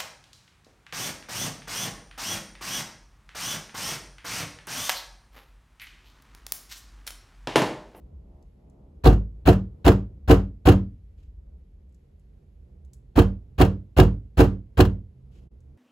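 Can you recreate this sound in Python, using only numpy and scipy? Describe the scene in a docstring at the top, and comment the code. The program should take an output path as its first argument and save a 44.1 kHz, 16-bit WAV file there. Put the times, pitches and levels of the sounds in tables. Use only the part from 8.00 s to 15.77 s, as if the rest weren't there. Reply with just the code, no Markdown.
"""A fist knocks ten times on a loose wooden door, close by in a quiet small room.
Each knock is four contacts: the knuckles land, the leaf slams on its stop, rebounds with a crack and
settles. Each contact rings the leaf's modes and shakes wood and latch. Low rumble, a wavering hum,
a short faint buzz, two soft rustles and a few bracelet ticks fill the pauses."""
import sys
import numpy as np
from scipy import signal
from scipy.fft import rfft, irfft, next_fast_len
from scipy.io import wavfile
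from scipy.ndimage import uniform_filter1d, minimum_filter1d, map_coordinates

SR = 44100
rng = np.random.default_rng(int(sys.argv[2]) if len(sys.argv) > 2 else 0)


def generate_wav(sig):
    """Save sig (samples, or channels by samples) to the path in sys.argv[1] as 16-bit PCM at SR."""
    pcm = np.round(np.clip(np.atleast_2d(sig).T, -1, 1) * 32767).astype(np.int16)
    wavfile.write(sys.argv[1], SR, pcm)


N = 342877

# left-right likeness of near sources: freq_hz, correlation
NEAR_CORRELATION = [(250, .995), (500, .9), (770, .6), (1170, .5), (1900, .01), (2800, .25), (4100, .65),
                    (5800, .1), (6800, .94)]


def amp(db):
    """dB to gain."""
    return 10 ** (np.asarray(db) / 20)


def along(points, hz):
    """Interpolate (freq_hz, value) points on a log axis."""
    freq_hz, values = np.transpose(points)
    return np.interp(np.log(hz + 1), np.log(freq_hz + 1), values)


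def curves(rows):
    """One value per sample for each column after time_s."""
    time_s, *columns = np.transpose(rows)
    return [np.interp(np.arange(N) / SR, time_s, column) for column in columns]


def wobble(rate_hz):
    """Smooth random curve, knots at rate_hz."""
    knots = rng.standard_normal(int(N * rate_hz / SR) + 4)
    return map_coordinates(knots, [np.arange(N) * rate_hz / SR])


def filtered(x, response):
    """Apply a complex frequency response; N samples out."""
    size = next_fast_len(N + SR // 2)
    return irfft(rfft(x, size) * response(np.fft.rfftfreq(size, 1 / SR)), size)[..., :N]


def spread(pair, correlation):
    """Left and right from a shared and an unrelated signal."""
    angle = lambda hz: np.arccos(np.clip(along(correlation, hz), -1, 1)) / 2
    mid, side = filtered(pair, lambda hz: np.array([np.cos(angle(hz)), np.sin(angle(hz))]))
    return np.array([mid + side, mid - side])


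def stereo_noise(spectrum):
    """Coloured noise, rms 1."""
    # left-right likeness: freq_hz, correlation
    far_correlation = [(60, 1), (200, 1), (380, .3), (700, .01), (4400, 0.36), (6000, 0.34), (6800, 1)]
    pair = filtered(rng.standard_normal((2, N)), lambda hz: amp(along(spectrum, hz)))
    noise = spread(pair, far_correlation)
    return noise / np.sqrt(np.mean(noise ** 2) + 1e-20)


def room_tone():
    """Lumpy rumble, air and faint hiss."""
    # background levels: time_s, rumble_db, air_db
    levels = [(0, -39, -53), (.35, -45, -58), (.65, -50, -58.5), (.95, -43, -57), (2, -44, -56),
              (3, -48, -63), (3.4, -44, -60), (4.05, -48, -64), (4.65, -48, -61), (5.1, -47.5, -61),
              (7.1, -52, -61), (7.4, -49, -58), (7.77, -43, -59)]
    # noise spectra: freq_hz, density_db
    rumble_spectrum = [(11, -65), (18, -39), (35, -4), (54, -1.5), (74, -1), (108, -26.5), (160, -33),
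                       (210, -61), (350, -120)]
    air_spectrum = [(76, -37), (130, -5), (152, -9.5), (184, -7.5), (269, -18.5), (430, -18), (562, -25.5),
                    (1500, -46.5), (1950, -83), (3300, -120)]
    hiss_spectrum = [(700, -120), (1000, -5), (2000, -1), (7000, -13), (12500, -12), (13200, -25),
                     (16000, -29)]
    rumble_db, air_db = curves(levels)
    rumble = amp(rumble_db + 1.5 * wobble(2.5)) * stereo_noise(rumble_spectrum)
    air = amp(air_db + 1.2 * wobble(8)) * stereo_noise(air_spectrum)
    hiss = amp(-83 + .8 * wobble(6)) * stereo_noise(hiss_spectrum)
    return rumble + air + hiss


def hum():
    """Low tone wavering in pitch and level."""
    # hum envelope: time_s, level_db
    levels = [(0, -71.5), (4.1, -67.5), (4.3, -59.5), (7.4, -56), (7.77, -60)]
    pitch_hz = 127 + 6 * wobble(22)
    level_db = curves(levels)[0] + 3 * wobble(9)
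    return amp(level_db) * np.sin(2 * np.pi * np.cumsum(pitch_hz) / SR)


def buzz():
    """Faint harmonic stack at steady pitch, swelling twice."""
    # buzz envelope: time_s, level_db
    levels = [(0, -79), (.24, -70), (.33, -63.5), (.42, -62), (.5, -86), (.6, -68.5), (.85, -64),
              (.95, -74), (1.05, -110)]
    # harmonic strengths: freq_hz, gain_db
    colour = [(100, -20.5), (210, -0.5), (350, -3), (480, -10.5), (625, -5.5), (770, -11), (910, -14),
              (1400, -32)]
    t = np.arange(2 * SR) / SR
    harmonic_hz = 69.55 * np.arange(1, 21)[:, None]
    phase = rng.uniform(0, 2 * np.pi, (2,) + harmonic_hz.shape)
    harmonics = amp(along(colour, harmonic_hz)) * np.sin(2 * np.pi * harmonic_hz * t + phase)
    return amp(curves(levels)[0]) * spread(harmonics.sum(axis=1), NEAR_CORRELATION)


def rustle():
    """Soft grainy brushes as the arm drops away."""
    # brushes: start_s, length_s, level_db
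    brushes = [(3.17, .15, -78), (7.31, .17, -73)]
    # brush spectrum: freq_hz, density_db
    spectrum = [(600, -40), (1000, -6), (2000, -5), (3000, 0.1), (3800, -6), (7000, -10), (11000, -16),
                (16000, -26)]
    t = np.arange(N) / SR
    rise_s, fade_s = .015, .1
    envelope = sum(amp(db) * np.clip((t - s) / rise_s, 0, 1) * np.clip((s + length_s - t) / fade_s, 0, 1)
                   for s, length_s, db in brushes)
    return envelope * amp(2.5 * wobble(90)) * stereo_noise(spectrum)


def bracelet():
    """Tiny bright ticks: short, broad noise rings with faint tails."""
    # ticks: start_s, gain_db, colour_hz
    ticks = [(0.426, -66, 5720), (0.6984, -65, 6920), (3.465, -72, 1450), (3.893, -76, 7000),
             (3.925, -74, 7000), (3.9454, -65, 6340), (4.1963, -70.5, 7340), (4.8494, -65, 7040),
             (4.9336, -51, 7260), (4.9384, -58, 7470), (4.9445, -59, 7580), (7.605, -68, 6600)]
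    out, t = np.zeros((2, N + SR)), np.arange(SR // 10) / SR
    envelope = amp(-60 * t / 0.017) + amp(-15 - 60 * t / 0.21)
    for start_s, gain_db, hz in ticks:
        grit = rng.standard_normal((2, len(t))) * envelope
        band = signal.butter(1, [hz * 0.89, min(hz * 1.3, 16000)], "bandpass", fs=SR, output="sos")
        out[:, round(start_s * SR):][:, :len(t)] += amp(gain_db + 6) * signal.sosfilt(band, grit)
    return spread(out[:, :N], NEAR_CORRELATION)


def ringing(modes, t, max_cycles):
    """Shared and unrelated sums of decaying modes, redrawn per contact."""
    hz, level_db, t60_s = np.transpose(modes)[:, :, None]
    t60_s = np.minimum(t60_s, max_cycles / hz)  # inner friction
    sign = (-1.) ** np.arange(len(modes))[:, None]  # neighbours start opposed, so the ring builds up
    envelope = sign * amp(level_db + rng.normal(0, 2.5, hz.shape) - 60 * t / t60_s)
    # high modes shift with the spot struck
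    pitch_hz = hz * (1 + rng.normal(0, .022, hz.shape) * np.minimum(hz / 700, 1) ** 2)
    phase = [[[0]], [[1]]] * rng.uniform(0, 2 * np.pi, hz.shape)
    return (envelope * np.sin(2 * np.pi * pitch_hz * t + phase)).sum(axis=1) * np.minimum(t / 0.00036, 1)


def noise_burst(spectrum, t, rise_s):
    """Pair of bursts; each frequency dies at its own rate."""
    # decay of room and leaf: freq_hz, t60_s
    decay = [(40, 1), (280, 0.4), (740, 0.21), (1940, 0.23), (5120, 0.23), (13500, 0.15)]
    hz, frame_s, bins = signal.stft(rng.standard_normal((2, len(t))), SR, nperseg=512)
    shape = amp(along(spectrum, hz)[:, None] - 60 * frame_s / along(decay, hz)[:, None])
    burst = signal.istft(bins * shape, SR, nperseg=512)[1][:, :len(t)]
    onset_rms = np.sqrt(np.mean(burst[:, :SR // 50] ** 2))
    return burst / onset_rms * (1 - np.exp(-t / rise_s)) ** 2


def crack(t, colour_hz, rise_s, t60_s):
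    """Cluster of snaps plus the ring of the shaken latch."""
    # snap spectrum: freq_hz, density_db
    spectrum = [(200, -25.5), (500, -4), (1600, -1.5), (2100, -9), (2800, -12), (4100, -11.5), (6000, -19),
                (9000, -20), (16000, -19.5)]
    # steel latch modes: pitch_hz, level_db, t60_s
    latch_modes = [(1520, -10, .12), (1650, -6, .11), (2600, -15, .14), (2730, -12, .16), (2860, -11, .15),
                   (3100, -19, .2), (3270, -14, .14), (4130, -11, .08)]
    grit = noise_burst(spectrum, t, rise_s)
    grit = grit + 1.8 * signal.lfilter(*signal.iirpeak(colour_hz, 6, SR), grit)  # a small part rings
    snaps = amp(3.5 * np.interp(t * 700, np.arange(400), rng.standard_normal(400)))
    latch = ringing(latch_modes, t, max_cycles=600)
    return amp(-60 * t / t60_s) * snaps * grit + amp(-6) * latch


def contacts(starts_s, body_gains_db, crack_gains_db, colours_hz, kind):
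    """Each contact pushes the leaf's modes, swings the leaf, rattles the wood and cracks."""
    # wooden leaf modes: pitch_hz, level_db, t60_s
    leaf_modes = [(52.7, -3.5, 0.46), (71.5, -8, 0.23), (89.75, -11.5, .42), (107, -11.5, .42),
                  (128, -4.5, .26), (151, -8.5, 0.34), (189.5, -14, 0.37), (193.4, -14.5, .38),
                  (230, -14.5, 0.3), (271.5, -10, .1), (285, -19, 0.34), (302, -2.5, 0.1),
                  (340, -16.5, 0.18), (365, -4.5, 0.14), (438.5, -10.5, .15), (459, -9.5, 0.19),
                  (515, -14.5, .15), (610.3, -15.5, 0.062), (656, -15, 0.11), (705, -8, 0.094),
                  (773.6, -11, 0.14), (903, -16.5, 0.066), (1022.6, -17.5, .09), (1177, -14.5, 0.096),
                  (1228, -18.5, 0.1), (1400, -22, .07)]
    # wood rattle spectrum: freq_hz, density_db
    rattle_spectrum = [(100, -10), (300, 1.5), (700, 1.5), (1400, -6), (2000, -15.5), (2800, -19.5),
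                       (4100, -25), (6000, -28), (9000, -29.5), (16000, -29)]
    ring_db, rattle_db, crack_db, swing_db, contact_s, rise_s, crack_t60_s, lead_s = kind
    out, t = np.zeros((2, N + SR)), np.arange(SR // 2) / SR
    progress = (np.arange(SR // 40) / SR - lead_s) / contact_s  # the crack leads the push
    push = np.sin(np.pi * np.clip(progress, 0, 1)) ** 2  # longer contact, duller ring
    swing_hz = 82  # whole leaf on its hinges, heavily damped
    swing_envelope = amp(swing_db - 60 * t / 0.1) * (1 - np.exp(-t / 0.01)) ** 2
    swing = swing_envelope * np.sin(2 * np.pi * swing_hz * (t - .009))
    for start_s, body_db, snap_db, colour_hz in zip(starts_s, body_gains_db, crack_gains_db, colours_hz):
        wood = ringing(leaf_modes, t, max_cycles=100)
        ring = amp(ring_db) * signal.fftconvolve(wood, push[None] / push.sum(), axes=1)[:, :len(t)]
        rattle = amp(rattle_db) * noise_burst(rattle_spectrum, t, rise_s)
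        snap = amp(crack_db + snap_db) * crack(t, colour_hz, rise_s, crack_t60_s)
        out[:, round(start_s * SR):][:, :len(t)] += amp(body_db) * (ring + swing + rattle) + snap
    return out[:, :N]


def door_knocks():
    """Knuckles land; the loose leaf slams on its stop, rebounds and settles."""
    # knocks: start_s, settle_after_s, land_db, slam_db, slam_crack_db, rebound_db, rebound_crack_db,
    # settle_db, crack_hz
    knocks = [(1.037, .089, -1, 3, 3, -3, -2, -3, 4050), (1.454, .072, -1, 0, 3, 0, -1.5, 0, 2850),
              (1.845, .071, 2, -1, 2, 3, 0, 0, 2800), (2.276, .065, -1, 1, 0, 3, 3, -2, 2680),
              (2.653, .063, 4, 2, 3, 0, 0, 5, 2750), (5.155, .063, -2, -1, -5, -5, -1, -2, 2650),
              (5.58, .066, -3, -1, -3.5, 1, 1.5, 2, 2700), (5.965, .064, 1.5, 2, 2, -5, .6, 0, 2800),
              (6.371, .07, 1, 0, -1, 1, -2, 0, 2750), (6.771, .078, 1, -2, -3, -3, 2, -2, 2860)]
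    # contact kinds: ring_db, rattle_db, crack_db, swing_db, contact_s, rise_s, crack_t60_s, lead_s
    land = (-11.5, -26, -33, 1.5, .0062, .0046, .36, .00089)
    slam = (-4.3, -21, -24, -13, .00085, .003, .075, .007)
    rebound = (-9.5, -23, -17, -20, .001, .0017, .06, .0021)
    settle = (-23, -44, -34, -27, .0026, .0021, .07, .00092)
    # stereo balance: freq_hz, left_minus_right_db
    balance = [(300, 0), (770, -3.5), (1170, 0), (2700, 1.8), (4200, .7), (5500, 3), (9000, 0)]
    (start_s, settle_after_s, land_db, slam_db, slam_crack_db,
     rebound_db, rebound_crack_db, settle_db, crack_hz) = np.transpose(knocks)
    slam_after_s, rebound_after_s = .016, .0315
    settle_hz = np.full(len(knocks), 1200)
    pair = contacts(start_s, land_db, land_db, crack_hz, land)
    pair += contacts(start_s + slam_after_s, slam_db, slam_crack_db, crack_hz, slam)
    pair += contacts(start_s + rebound_after_s, rebound_db, rebound_crack_db, crack_hz, rebound)
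    pair += contacts(start_s + settle_after_s, settle_db, settle_db, settle_hz, settle)
    stereo = spread(pair, NEAR_CORRELATION)
    return filtered(stereo, lambda hz: amp(np.outer([.5, -.5], along(balance, hz))))


def scene():
    """All sources; the bass shifts right as the hand-held microphones turn."""
    # bass balance: time_s, left_minus_right_db
    turn = [(2.4, 0), (2.6, -1), (3, 0), (4, -.5), (4.5, -2.2)]
    mix = door_knocks() + bracelet() + rustle() + room_tone() + hum() + buzz()
    bass = filtered(mix, lambda hz: 1 / (1 + (hz / 450) ** 4))
    return mix + bass * (amp(np.outer([.5, -.5], curves(turn)[0])) - 1)


def record(dry):
    """Treble lag on the left, bass roll-off, peak limiter, brief level dip, band limit."""
    # level dip: centre_s, half_width_s, depth_db
    dip = (7.496, 0.022, 27)
    centre_s, half_width_s, depth_db = dip
    ceiling, span_samples, top_hz = .9, round(.002 * SR), 15900
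    lag_rad = lambda hz: np.pi * np.clip(hz - 7000, 0, None) / 4200
    x = filtered(dry, lambda hz: np.exp(1j * np.array([-lag_rad(hz), lag_rad(hz)])))
    x = filtered(x, lambda hz: (1j * hz / (38 + 1j * hz)) ** 2)  # microphones drop the deepest bass
    limiter_gain = np.minimum(1, ceiling / (np.abs(x).max(axis=0) + 1e-9))
    x = x * uniform_filter1d(minimum_filter1d(limiter_gain, 2 * span_samples + 1), span_samples)
    x = x * amp(-depth_db * np.clip(1 - np.abs(np.arange(N) / SR - centre_s) / half_width_s, 0, 1))
    return filtered(x, lambda hz: np.clip((top_hz - hz) / 300 + .5, 0, 1) ** 2)


dry = scene()
out = record(dry)
generate_wav(out)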